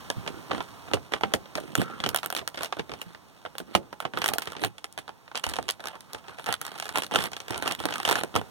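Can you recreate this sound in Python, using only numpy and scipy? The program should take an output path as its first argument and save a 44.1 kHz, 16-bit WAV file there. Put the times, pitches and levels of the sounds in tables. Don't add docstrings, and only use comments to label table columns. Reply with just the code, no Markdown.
import sys
import numpy as np
from scipy import signal
from scipy.fft import rfft, irfft
from scipy.io import wavfile
from scipy.ndimage import uniform_filter1d

SR = 44100
rng = np.random.default_rng(int(sys.argv[2]) if len(sys.argv) > 2 else 0)


def master(y):
    cut = np.clip(np.atleast_2d(y).T, -1, 1)
    pcm = np.round(cut * 32767)
    wavfile.write(sys.argv[1], SR, pcm.astype(np.int16))


N = 374982

# t/s, level/dB, f/Hz, thump/dB, fizz/dB, side (1 right, -1 left)
SNAPS = [(0.1014, -27, 1660, 0, -1, 1), (0.2634, -38.5, 900, 2, -20, 1), (0.276, -29.5, 2680, -9, -14, 1),
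         (0.51, -28.5, 700, -14, -38, 1), (0.5147, -25.5, 1185, -4, -41, 1),
         (0.5319, -38.5, 1490, 9, -11, 1), (0.548, -33.5, 1040, -6, -18, 1),
         (0.5798, -38.5, 1370, 6, -18, 1), (0.6052, -29, 1000, -10, -28, 1), (0.6263, -52, 1240, 0, 3, 1),
         (0.882, -45, 1090, 7, -18, 1), (0.9138, -37, 800, 5, -16, 1), (0.935, -22.5, 2900, -1.5, -11, 1),
         (0.9427, -30, 1270, -20, -5.5, 1), (0.97, -37, 700, -1, -25, 1), (1.1213, -36.5, 1900, 1, -13, 1),
         (1.1363, -23.0, 1860, -8, -18, 1), (1.2101, -35, 825, -4, -16, 1),
         (1.2348, -21.5, 1004, -6, -25, 1), (1.32, -43, 780, 5, -22, 1), (1.3374, -21, 1920, -0.5, -6.5, 1),
         (1.457, -47, 1900, -7, -19, 1), (1.5535, -29.5, 2440, -12, -7, 1),
         (1.5744, -37.5, 1800, -4, -9, 1), (1.5805, -29, 600, -7, -21.5, 1), (1.6015, -45, 2400, 0, -4, 1),
         (1.7532, -23, 1320, -11, -5, 1), (1.778, -41.5, 1300, 11, 1, 1), (1.8031, -39, 1160, 3, -10, 1),
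         (1.8164, -28, 777, -5, -8.5, 1), (1.8992, -43, 800, 0, -18, 1), (2.0021, -31, 3300, -7, -19, 1),
         (2.0386, -24, 2930, -10, -22, 1), (2.062, -24.5, 3140, -0.5, -17, 1),
         (2.0901, -29, 3100, -28, -4.5, 1), (2.146, -24.5, 760, -8, -7, 1), (2.1609, -26, 2180, -22, 1, 1),
         (2.1729, -35, 2300, -12, -5, 1), (2.1865, -34, 3080, -24, -10, -1),
         (2.231, -32.5, 1350, -11, -13, -1), (2.2408, -37.5, 1150, -8, -12, 1),
         (2.247, -39, 1345, -22, -7, 1), (2.26, -33.5, 1350, -2, 0.5, 1), (2.3024, -32, 1390, -20, -6.5, 1),
         (2.3259, -32.5, 750, -4, -3, 1), (2.35, -31, 2430, -13, -4, 1),
         (2.3645, -28.5, 3140, -14, -11, -1), (2.3747, -35, 3370, -13, -6, 1),
         (2.3853, -35, 2560, -20, -12, 1), (2.3915, -33, 3530, -11, -20, 1), (2.414, -46, 2140, 6, -21, 1),
         (2.4764, -29.5, 1900, -13, -3, 1), (2.5442, -39, 2160, -5, -15, 1), (2.5578, -47, 3640, -6, -8, 1),
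         (2.5739, -34.5, 2170, -8, -27, 1), (2.5779, -37, 2050, -6, -17, 1),
         (2.5895, -40, 3100, -4, -12, 1), (2.6079, -34, 1110, -4, -18, 1), (2.621, -38, 2800, -16, -12, 1),
         (2.6322, -29, 2320, -12, -6, 1), (2.646, -33.5, 2700, -20, -10, 1),
         (2.658, -36, 2900, -12, -12, 1), (2.725, -27, 1180, -21, -36, 1), (2.768, -40, 646, -3, -19, 1),
         (2.788, -42, 2400, 9, -19, 1), (2.7942, -30, 2200, -7, -29, 1), (2.8945, -40, 2270, 4, -24, 1),
         (2.917, -36.5, 2390, 2, -28, 1), (2.937, -37.5, 2230, -4, -19, 1),
         (3.0154, -33.5, 2880, -24, -8.5, 1), (3.148, -44, 1790, -5, -41, 1),
         (3.451, -34.5, 640, -21, -28, 1), (3.4612, -37.5, 1370, -4, -36, 1),
         (3.553, -43.0, 520, -4, -16, 1), (3.5824, -33.5, 3460, -32, -5, 1),
         (3.6013, -39.5, 1480, 5, -11, 1), (3.7508, -17.5, 1250, -3.5, -15.5, 1),
         (3.928, -38, 930, -3.5, -20, 1), (4.0026, -31.0, 1270, -35, -10.5, 1),
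         (4.023, -43, 1370, 0, -12, 1), (4.0519, -27.5, 1090, -3.5, -37, 1),
         (4.136, -36.5, 1500, 3.5, -27, 1), (4.173, -26, 1270, -11, -23, 1), (4.187, -40, 2600, -10, -4, 1),
         (4.2177, -26, 2430, -21, -17, 1), (4.242, -24, 2250, -27, -9, 1),
         (4.2601, -24, 2030, -21, -6.5, 1), (4.2796, -32, 3200, -11, 0, -1), (4.2874, -24, 2500, -6, -7, 1),
         (4.336, -27, 2410, -5, -6, 1), (4.3835, -26.5, 1410, -5, -3.5, 1),
         (4.4203, -33, 2670, -27, -8.5, 1), (4.4566, -45, 2140, -4, -3, 1), (4.473, -32, 2680, -4, -15, 1),
         (4.5017, -45, 1900, -3, -9, 1), (4.5204, -39.5, 1330, -12, -7, 1),
         (4.5324, -42.5, 1100, -8, -11, 1), (4.551, -41, 920, -14, -20, 1),
         (4.566, -37.5, 2950, -3, -30, 1), (4.5835, -46.5, 1900, 0, -20, 1),
         (4.5944, -43.5, 1910, -5, -13, 1), (4.6174, -40, 2460, 3, -17, 1),
         (4.637, -23.5, 1650, -18, -14, 1), (4.6476, -27.5, 1940, -0.5, -3, 1),
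         (4.782, -41.5, 3400, -27, -7, 1), (4.843, -33.5, 2180, -14, -3, 1),
         (4.9256, -60, 3120, -12, 17.5, 1), (4.9771, -34.5, 740, -2, -4, -1),
         (4.9873, -37.5, 2200, -8, -7, 1), (5.079, -40, 1220, -16, -11, 1), (5.0916, -38, 814, -4, -17, -1),
         (5.2785, -47, 1870, -16, -32, 1), (5.3152, -42, 856, -13, -26, 1),
         (5.348, -37.5, 1150, -9, -16, 1), (5.3545, -29.5, 3240, -24, -9.5, 1),
         (5.3696, -38, 3000, -15, -10, 1), (5.375, -31.5, 3080, -25, -3, -1),
         (5.4375, -38, 1700, -8, -3, 1), (5.44, -25, 2910, -33, -6.5, 1), (5.4661, -31.5, 930, -1, -2, 1),
         (5.49, -41, 2900, 0, 8, 1), (5.4968, -39.5, 1940, -2, 8, 1), (5.5149, -44, 1610, 9, -5, 1),
         (5.537, -30.5, 2600, -21, -6, 1), (5.558, -38, 1870, -6, -4, 1), (5.565, -33, 2400, -10, -6, 1),
         (5.5867, -28, 740, 1.5, -15, 1), (5.6276, -44, 2170, -3, -1, 1), (5.6826, -37, 2840, -7, -3, 1),
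         (5.6893, -25, 3050, -27, -6, 1), (5.7, -28, 3270, -23, -5.5, -1),
         (5.7083, -36.5, 4250, -21, 10.5, 1), (5.7955, -44, 700, -7, -20, 1), (5.804, -41, 1690, -8, -8, 1),
         (5.84, -40, 1570, -5, -8, 1), (5.8567, -36.5, 1270, -1, -3, 1), (5.8717, -33.5, 2020, -9, -3, 1),
         (5.8842, -38.5, 1700, -17, -2, -1), (5.9542, -43, 1100, -5, -12, 1),
         (6.007, -48, 3570, -25, 4, -1), (6.1329, -40.5, 3400, 0, 5.5, 1),
         (6.1469, -35.5, 1700, -2, -11, 1), (6.2824, -41, 1870, -7, -14, 1),
         (6.2939, -43.5, 1200, -3, -14, 1), (6.327, -53, 1310, -12, -23, 1),
         (6.3851, -39, 1710, -21, -17, 1), (6.396, -39, 905, -7, -11, 1), (6.4425, -43, 2470, -5, -3, 1),
         (6.461, -36, 1740, -25, -5, 1), (6.4659, -33.5, 1700, -10, -9, 1),
         (6.4885, -28.5, 710, -1, -16, 1), (6.5255, -27, 1950, -33, -2.5, -1),
         (6.54, -29, 1270, -31, -2.5, -1), (6.6143, -35.5, 1270, -5, 6, -1),
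         (6.6513, -37.5, 1870, -15, -2.5, 1), (6.666, -38.5, 1240, -23, 2, 1),
         (6.6794, -40, 1720, -19, -7, 1), (6.717, -42, 1600, -2, -9, 1), (6.7558, -44, 1900, -9, -9, 1),
         (6.7613, -42.5, 900, -8, -16, 1), (6.7788, -47, 2000, -3, 0, 1), (6.7865, -45, 1900, -9, -2, 1),
         (6.7996, -32.5, 2130, -21, -3, 1), (6.8246, -33.5, 2160, -25, -7, 1),
         (6.844, -46, 3160, -15, 1, 1), (6.8554, -38, 1660, -18, -5, 1), (6.8657, -39.5, 1700, -8, -9, 1),
         (6.881, -49, 2400, -16, 1, 1), (6.891, -33.5, 1880, -34, -5.5, 1), (6.925, -49, 1870, 2, 1, 1),
         (6.9574, -24.5, 1640, -36, -8.5, 1), (6.9736, -26.5, 1980, -10, -5, 1),
         (6.9844, -29.5, 1090, 0, 2, 1), (7.0209, -31.5, 2600, -9, -5, 1), (7.0349, -32, 3300, -23, -6, 1),
         (7.0444, -39, 2400, -6, -4, 1), (7.0654, -41, 3450, -7, -1, 1), (7.1118, -36.5, 800, 2, -11, -1),
         (7.1192, -32.5, 1000, -8, -14, 1), (7.1389, -30, 1250, 0, -8, 1), (7.148, -29, 1700, -4, -7, 1),
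         (7.158, -19, 1350, -9, -8, 1), (7.188, -27.5, 1700, -15, -11, 1), (7.2065, -34, 3520, -10, -8, 1),
         (7.222, -35, 2400, -5, -3, 1), (7.2392, -34.5, 2560, 0.5, 3, 1), (7.2557, -34, 2080, -4, -5, 1),
         (7.3173, -42.5, 1980, 1, -5, 1), (7.3322, -34.5, 3000, -23, -13, 1),
         (7.366, -34.5, 2900, -15, -6.5, 1), (7.4025, -36.5, 2900, -13, -8, 1),
         (7.4174, -51, 2200, -1, -6, 1), (7.482, -37, 2390, -10, -7, 1), (7.507, -32.5, 1920, 3.5, -4.5, 1),
         (7.523, -38, 1900, -3, -12, 1), (7.532, -37, 2080, -9, -12, 1), (7.544, -33.5, 2300, -8, -12, 1),
         (7.559, -37, 2220, -2, -14, 1), (7.5781, -38.5, 2930, 1, 6, 1), (7.6242, -32, 1510, 0, -5.5, 1),
         (7.6589, -29.5, 1200, -3, -16, 1), (7.6702, -31.5, 1350, -7, -13, 1),
         (7.6769, -25, 2900, -7, -6.5, 1), (7.711, -30.5, 1200, -1.5, -5, -1),
         (7.7218, -31.5, 2680, -18.5, -0.5, 1), (7.75, -37.5, 1810, -25, -2, 1),
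         (7.802, -34, 1330, -1, -6.5, 1), (7.8382, -37, 1700, 1, -13, 1), (7.8548, -27.5, 1440, 3, -0.5, 1),
         (7.887, -32.5, 1550, -8, -26, 1), (7.907, -35, 1400, -1, -7.5, 1),
         (7.9241, -30, 3250, -14, -21, 1), (7.9392, -31.5, 2730, -18, -7.5, 1),
         (7.9571, -31, 1320, -18, -9, 1), (7.982, -42.5, 2200, 4, 5, 1), (8.001, -29.5, 784, -18, -10.5, 1),
         (8.0312, -36, 1860, -4, -4.5, 1), (8.0511, -22.5, 3020, -19, -7, 1),
         (8.0767, -27, 2020, -2.5, -9, 1), (8.0894, -23, 900, -1.5, -5, 1),
         (8.0973, -26.5, 1700, -8, -5, 1), (8.1117, -25, 940, 2, -1, 1), (8.1172, -27, 1900, -5, -7, 1),
         (8.127, -24.5, 1350, -5, -5, 1), (8.1552, -24, 1700, -8.5, -11.5, 1),
         (8.186, -31.5, 1500, -4, -10, 1), (8.211, -34, 1980, 0, -15, 1), (8.2353, -31, 1410, 6.5, -1, 1),
         (8.3414, -43, 1400, 9, -22, -1), (8.3539, -27.5, 1380, 5, -6.5, 1), (8.362, -22, 1295, -1, -9, 1),
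         (8.414, -38.5, 726, 6, -11, 1)]
EDGES = [70, 500, 2000, 6000, 16500]
# f/Hz, level/dB
SHELL = [(70, 2), (170, 2.5), (480, 3.4), (720, 4.3), (1020, 0.5), (1400, 1), (1900, -2), (2400, -4.4),
         (3100, -2.6), (4000, -7.6), (4800, -9.8), (7200, -13), (9300, -10.5), (12000, -18.5),
         (15500, -24.5)]
BIG_SNAP_DB, FLIP_LOSS_DB_PER_DB, OVERTONE_DB_PER_DB = -24, 1.5, 1.6


def snaps(flip_db=14.5, beam_db=0.8, spread=0.95, dry_db=11, size=8000):
    # ring t60/s, room/dB, room t60/s, trim/dB
    decay = [(0.11, -13.5, 0.46, -5), (0.044, -14, 0.05, 0.4), (0.027, -9.5, 0.089, -2.3),
             (0.014, 1.5, 0.07, -4.4)]
    rows, t = np.array(SNAPS), np.arange(size) / SR
    count, zones_db = len(rows), snap_zones_db()
    near, far = rng.standard_normal((count, size)), rng.standard_normal((count, 2, size))
    facing = np.clip((zones_db[3] - zones_db[2] + 9) / 11, 0, .95)[:, None, None]
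    pitch, excess_db = rows[:, 2:3], np.maximum(rows[:, 1:2] - BIG_SNAP_DB, 0)
    flip = flips(facing.ravel(), size) * from_db(flip_db - FLIP_LOSS_DB_PER_DB * excess_db)
    puff = from_db(-5) * ring(t, hz=300, t60=0.008)
    strike = flip + facet_ring(t, pitch, excess_db) + puff + body_ring(t, count)
    room_rise = 1 - np.exp(-t / 0.0083)
    sounds, onset = 0, round(.01 * SR)
    for k, (ring_t60, room_db, room_t60, trim_db) in enumerate(decay):
        fade = from_db(-60 * t / ring_t60)
        room = from_db(room_db - 60 * t / room_t60) * room_rise
        zone = mic_pair(strike + near * fade) + far * from_db(-dry_db * facing) * (spread * fade + room)
        zone *= from_db(beam_db * k * rng.standard_normal((count, 2, 1)))
        zone = (1 - facing) * zone + facing * np.diff(zone, prepend=0)
        zone = band(colour(zone, SHELL), EDGES[k], EDGES[k + 1])
        gain = from_db(zones_db[k] + trim_db) / np.sqrt(np.mean(zone[..., :onset] ** 2, axis=(1, 2)))
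        sounds += (-1) ** k * gain[:, None, None] * zone
    out = np.zeros((2, N))
    for (start, *_, side), sound in zip(rows, sounds):
        add(out, start, sound if side > 0 else sound[::-1])
    return out


def flips(facing, size, rebound=0.56, second_fold=0.7, facing_db=9):
    count = len(facing)
    flip, rows = np.zeros((count, size)), np.arange(count)
    flip[:, 2] = 1
    flip[rows, (rng.uniform(.00015, .0008, count) * SR).astype(int)] = -rebound
    flip[rows, (rng.uniform(.0009, .002, count) * SR).astype(int)] += second_fold * (1 - facing)
    return flip * (from_db(facing_db * facing) * rng.choice([-1, 1], count))[:, None]


def facet_ring(t, pitch, excess_db, overtone_ratio=2.36, fold_tones=6):
    t60 = 0.018 * np.sqrt(np.median(pitch) / pitch)
    overtone = ring(t, overtone_ratio * pitch, t60=0.0097)
    sound = from_db(-5) * ring(t, pitch, t60) + from_db(-7.5 + OVERTONE_DB_PER_DB * excess_db) * overtone
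    fold_hz = np.exp(rng.uniform(np.log(2800), np.log(14000), (len(pitch), fold_tones)))
    short = len(t) // 8
    for k in range(fold_tones):
        sound[:, :short] += (-1) ** k * from_db(-3) * ring(t[:short], fold_hz[:, k:k + 1], t60=0.0055)
    return sound


def body_ring(t, count, scatter_db=5, detune=0.059):
    # f/Hz, level/dB, t60/s
    body_tones = [(182.3, -26.5, 0.21), (339, -40.5, 0.12), (460.6, -23.5, 0.093), (687, -38.5, 0.14),
                  (835, -31.5, 0.19)]
    out = 0
    for hz, db, t60 in body_tones:
        gain = from_db(db + scatter_db * rng.standard_normal((count, 1)))
        pitch = hz * (1 + detune * rng.standard_normal((count, 1)))
        out += gain * ring(t, pitch, t60)
    return out


def snap_zones_db(even_hz=1870, crack_db_per_octave=8.5):
    _, level, pitch, thump, fizz, _ = np.transpose(SNAPS)
    tilt = crack_db_per_octave * np.log2(pitch / even_hz)
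    shell = level - 10 * np.log10(1 + from_db(tilt) ** 2)
    crack = shell + tilt + np.maximum(level - BIG_SNAP_DB, 0) * OVERTONE_DB_PER_DB / 2
    return np.array([level + thump, shell, crack, level + fizz])


def turning(x, top_hz=11800):
    # t/s, level/dB
    top_db = [(0, -5), (1.5, 5.5), (2.2, 10.5), (4.4, 11), (5, -8), (6.4, 2), (8.5, 2.5)]
    top = signal.sosfiltfilt(signal.butter(2, top_hz, "high", fs=SR, output="sos"), x)
    return x + (gain_curve(top_db) - 1) * top


def rubbing():
    low = creases(per_s=500, size_db=3.5, t60=0.023, spread=0.25, range_hz=(550, 1700), tone_db=-14.5)
    high = creases(per_s=750, size_db=4.2, t60=0.005, spread=0.7, range_hz=(1900, 5800), tone_db=-4)
    gains = [shaking(k) for k in range(4)]
    zones = zip(gains, (low, low, high, high), EDGES, EDGES[1:])
    crackle = sum(gain * rms_one(band(slips, low_hz, high_hz)) for gain, slips, low_hz, high_hz in zones)
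    return crackle + ticks(force=gains[2])


def shaking(k, attack_s=0.018, release_t60=0.076, settle_rise_s=0.0027):
    # t/s, length/s, level/dB, extra body/dB, brightness/dB
    strokes = [(0.17, 0.24, -39, 17, -6.5), (0.4, 0.47, -50.5, 5, -4), (0.498, 0.12, -45, 12.5, -1.5),
               (0.873, 0.096, -44.5, 8, -3), (1.121, 0.05, -34.5, 7.5, -3.5), (1.218, 0.1, -49, 10, -2),
               (1.556, 0.18, -60.5, 17, 1.5), (1.781, 0.048, -49, 14.5, 2.5), (1.853, 0.21, -39, 16.5, -5),
               (2.025, 0.14, -40, 12, -4), (2.25, 0.08, -67, -15, -8), (2.351, 0.071, -43.5, 10, -3),
               (2.588, 0.079, -50, 3.5, 0.5), (2.776, 0.029, -34, 12, -6), (2.893, 0.258, -57, 5, -.7),
               (3.684, 0.04, -54, 15, -1), (3.74, 0.015, -40.5, 5, -1), (4.025, 0.04, -33.5, 1.5, -6.5),
               (4.153, 0.086, -41, 9, -1.5), (4.238, 0.089, -42, 12, -1.5), (4.36, 0.18, -50, 5, -0.5),
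               (4.614, 0.055, -57, 13, 4), (4.988, 0.0058, -58, 11, 3.5), (5.358, 0.04, -47, -0.5, 1),
               (5.442, 0.076, -48, 3, 1.5), (5.548, 0.12, -59, 13, 1), (5.688, 0.059, -63, 5, 1.5),
               (5.83, 0.13, -42.5, -22, -3), (6.099, 0.1, -51, 1, -1.5), (6.242, 0.11, -46.5, 3, -2.7),
               (6.383, 0.051, -57, -6, 1.5), (6.477, 0.044, -30, 0, -1.5), (6.612, 0.31, -50.5, 3, 0.3),
               (6.949, 0.05, -39.5, -1, 1.2), (7.127, 0.14, -37.5, 5, 0.5), (7.323, 0.32, -57, 2, -1),
               (7.492, 0.11, -39.5, 4, -1.3), (7.62, 0.11, -36, 2, -1), (7.794, 0.23, -44, 6, 0),
               (8.055, 0.15, -42, -1, 1.5), (8.224, 0.05, -52, -2, -2), (8.352, 0.04, -35, 6, -1.5)]
    # level/dB, dB gained per dB of brightness
    rub_zones = [(-3, 3), (2.5, 2), (-1.8, 4.5), (-6.5, 5)]
    # level against the snap/dB, t60/s
    settling = [(-5, 0.07), (-21, 0.072), (-28.5, 0.075), (-36, .07)]
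    t, power = np.arange(SR // 2) / SR, np.zeros((1, N))
    (zone_db, bright_slope), (settle_db, settle_t60) = rub_zones[k], settling[k]
    swell = np.minimum(t / attack_s, 1) ** 2
    for start, length, level_db, body_db, bright_db in strokes:
        release = from_db(-60 * np.maximum(t - attack_s - length, 0) / release_t60)
        gain = from_db(level_db + zone_db + bright_slope * bright_db + body_db * (k == 0))
        add(power, start - attack_s, (gain * swell * release)[None] ** 2)
    settle = (1 - np.exp(-t / settle_rise_s)) * from_db(-60 * t / settle_t60)
    for (start, *_), snap_db in zip(SNAPS, snap_zones_db()[k]):
        add(power, start, (from_db(snap_db + settle_db) * settle)[None] ** 2)
    return np.sqrt(power[0])


def creases(per_s, size_db, t60, spread, range_hz, tone_db, count=12):
    t, out = np.arange(1024) / SR, 0
    slips = random_slips(per_s, size_db, limit=4)
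    facet = (np.arange(N) // (SR // 20) + rng.integers(0, 2, N)) % count
    for k, hz in enumerate(rng.permutation(np.geomspace(*range_hz, count))):
        tone = from_db(tone_db) * np.sin(2 * np.pi * hz * t)
        ringing = mic_pair(rng.standard_normal(len(t)) + tone) + spread * rng.standard_normal((2, len(t)))
        ringing *= from_db(-60 * t / t60)
        out += signal.oaconvolve((slips * (facet == k))[None], ringing, axes=-1)[:, :N]
    out = rms_one(out) + 0.055 * rng.standard_normal((2, N))
    loudness = np.sqrt(uniform_filter1d(np.mean(out ** 2, axis=0), SR // 25))
    return colour(out / loudness, SHELL)


def ticks(force, per_s=70, tick_db=-6, t60=0.023, count=6):
    # t/s, level/dB
    idle_db = [(0, -57), (1.2, -60), (1.45, -67), (1.9, -59), (2.5, -68), (3, -62), (4.8, -72), (6.2, -65),
               (8.5, -65)]
    t, out = np.arange(512) / SR, 0
    slips, facet = random_slips(per_s, size_db=-1.5, limit=3), rng.integers(0, count, N)
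    for k in range(count):
        ringing = mic_pair(rng.standard_normal(len(t)) * from_db(-60 * t / t60))
        out += signal.oaconvolve((slips * (facet == k))[None], ringing, axes=-1)[:, :N]
    gain = from_db(tick_db) * force + gain_curve(idle_db)
    return gain * rms_one(band(colour(out, SHELL), low_hz=860, high_hz=11000))


def random_slips(per_s, size_db, limit):
    sizes = from_db(size_db * np.minimum(rng.exponential(1, N), limit)) * rng.choice([-1, 1], N)
    return sizes * (rng.random(N) < per_s / SR)


def bumps(rise_s=0.00033, neighbour_db=-11):
    # t/s, level/dB, f/Hz, t60/s
    pushes = [(0.169, -24, 119, .13), (0.172, -27, 70, .16), (0.18, -29, 185, .1), (0.937, -16.5, 400, .06),
              (0.938, -22.5, 87.4, .2), (0.945, -22, 480, .05), (1.138, -27, 1180, .04),
              (1.236, -16, 670, .04), (1.245, -27, 195, .13), (1.28, -35, 210, .12), (1.34, -39, 149, .16),
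              (1.783, -21, 125, .17), (1.785, -17, 267, .08), (1.799, -22, 195, .12),
              (2.04, -27.5, 170, .14), (2.064, -31, 116, .2), (2.427, -32.5, 640, .04),
              (2.794, -22.5, 453, .06), (2.795, -34, 149, .16), (3.065, -34.5, 168, .15),
              (3.612, -32, 255, .08), (3.754, -20.5, 181.5, .08), (3.756, -26, 340, .21),
              (4.317, -22.5, 790, .03), (4.358, -23.5, 682, .036), (4.645, -27, 113, .2),
              (5.47, -30.5, 72, .3), (5.585, -39, 108, .22), (6.498, -37, 93, .25), (7.161, -32, 105, .2),
              (7.186, -24.5, 171, .14), (7.851, -23.5, 296, .08), (8.355, -26.5, 94, .25)]
    out, t = np.zeros((2, N)), np.arange(SR // 4) / SR
    for start, db, hz, t60 in pushes:
        below = ring(t, hz * rng.uniform(0.7, 0.77), t60)
        above = ring(t, hz * rng.uniform(1.063, 1.66), t60)
        swing = ring(t, hz, t60) + from_db(neighbour_db) * (below - above)
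        add(out, start, mic_pair(from_db(db) * swing * (1 - np.exp(-t / rise_s))))
    return out


def squeak(hz=1360, width_hz=70, spread=0.34):
    # t/s, level/dB
    swell = [(1.8, -73), (1.84, -39.5), (1.9, -46), (1.941, -43), (1.99, -58), (2.04, -83)]
    friction = mic_pair(rng.standard_normal(N)) + spread * rng.standard_normal((2, N))
    tone = signal.lfilter(*signal.iirpeak(hz, hz / width_hz, fs=SR), friction)
    return rms_one(tone) * gain_curve(swell, outside_db=-np.inf)


def walls(x, spread=0.28, smear_t60=0.0013, size=256):
    # delay/s, level/dB, lowest f/Hz, highest f/Hz
    echoes = [(.0118, -16.5, 2020, 15000), (0.0233, -23, 400, 7000)]
    t, out = np.arange(size) / SR, x.copy()
    for delay_s, db, low_hz, high_hz in echoes:
        smear = (t == 0) + spread * rng.standard_normal((2, size)) * from_db(-60 * t / smear_t60)
        smear /= np.linalg.norm(smear, axis=1, keepdims=True)
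        add(out, delay_s, from_db(db) * band(signal.oaconvolve(x, smear, axes=-1), low_hz, high_hz))
    return out


def background(spread=0.59):
    # f/Hz, level/dB
    noise_tone = [(25, -18), (70, 3.5), (160, 6.5), (400, 0), (620, -1), (950, 1), (1500, -6.5),
                  (3000, -13), (6000, -17), (15000, -22.5)]
    # t/s, level/dB
    noise_db = [(0, -45), (.85, -47.5), (1.1, -51), (1.6, -50), (3.2, -53.8), (4.8, -57), (6.2, -54),
                (8.5, -49)]
    # t/s, level/dB
    hiss_db = [(0, -52), (.8, -73), (1.5, -59), (2.2, -73), (8.5, -69)]
    noise = mic_pair(rng.standard_normal(N)) + spread * rng.standard_normal((2, N))
    hiss = band(colour(mic_pair(rng.standard_normal(N)), SHELL), low_hz=950, high_hz=7000)
    return gain_curve(noise_db) * rms_one(colour(noise, noise_tone)) + gain_curve(hiss_db) * rms_one(hiss)


def mic_pair(x, leak=0.33, direct_lag_s=0.00027, inverted_lag_s=0.00041):
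    padded = np.concatenate([np.zeros(x.shape[:-1] + (SR // 1000,)), x], axis=-1)
    direct, inverted = (np.roll(padded, round(lag * SR), axis=-1)[..., -x.shape[-1]:]
                        for lag in (direct_lag_s, inverted_lag_s))
    return np.stack([leak * direct - inverted, x], axis=-2)


def ring(t, hz, t60):
    return np.sin(2 * np.pi * hz * t) * from_db(-60 * t / t60)


def from_db(db):
    return 10 ** (np.asarray(db) / 20)


def rms_one(x):
    return x / np.sqrt(np.mean(x ** 2) + 1e-20)


def gain_curve(points, outside_db=None):
    times, db = np.transpose(points)
    return from_db(np.interp(np.arange(N) / SR, times, db, left=outside_db, right=outside_db))


def colour(x, points, size=2048):
    hz, db = np.transpose(points)
    grid = np.maximum(np.fft.rfftfreq(size, 1 / SR), 1)
    cepstrum = irfft(np.log(from_db(np.interp(np.log(grid), np.log(hz), db))))
    cepstrum[1:size // 2] *= 2
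    cepstrum[size // 2 + 1:] = 0
    response = irfft(np.exp(rfft(cepstrum))).reshape((1,) * (x.ndim - 1) + (-1,))
    return signal.fftconvolve(x, response, axes=-1)[..., :x.shape[-1]]


def band(x, low_hz, high_hz):
    return signal.sosfilt(signal.butter(2, [low_hz, high_hz], "band", fs=SR, output="sos"), x + 1e-18)


def add(out, start_s, sound):
    i = max(round(start_s * SR), 0)
    out[:, i:i + sound.shape[-1]] += sound[:, :N - i]


def scene():
    return walls(turning(snaps())) + rubbing() + squeak() + bumps() + background()


def record(dry, cutoff_hz=16000):
    # f/Hz, left minus right/dB
    balance = [(60, 0.5), (300, -1.5), (720, -4.5), (1050, -3.5), (1450, 0), (2200, -4), (3100, -3),
               (4500, -4), (7000, -5), (9200, 5), (12000, -22), (15000, -3.5)]
    hz, lean_db = np.transpose(balance)
    right_db = 10 * np.log10(2 / (1 + from_db(lean_db) ** 2))
    left = colour(dry[0], np.c_[hz, right_db + lean_db])
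    right = colour(dry[1], np.c_[hz, right_db])
    top_cut = signal.ellip(10, .2, 80, cutoff_hz, fs=SR, output="sos")
    return signal.sosfilt(top_cut, np.clip([left, right], -1, 1))


dry = scene()
out = record(dry)
master(out)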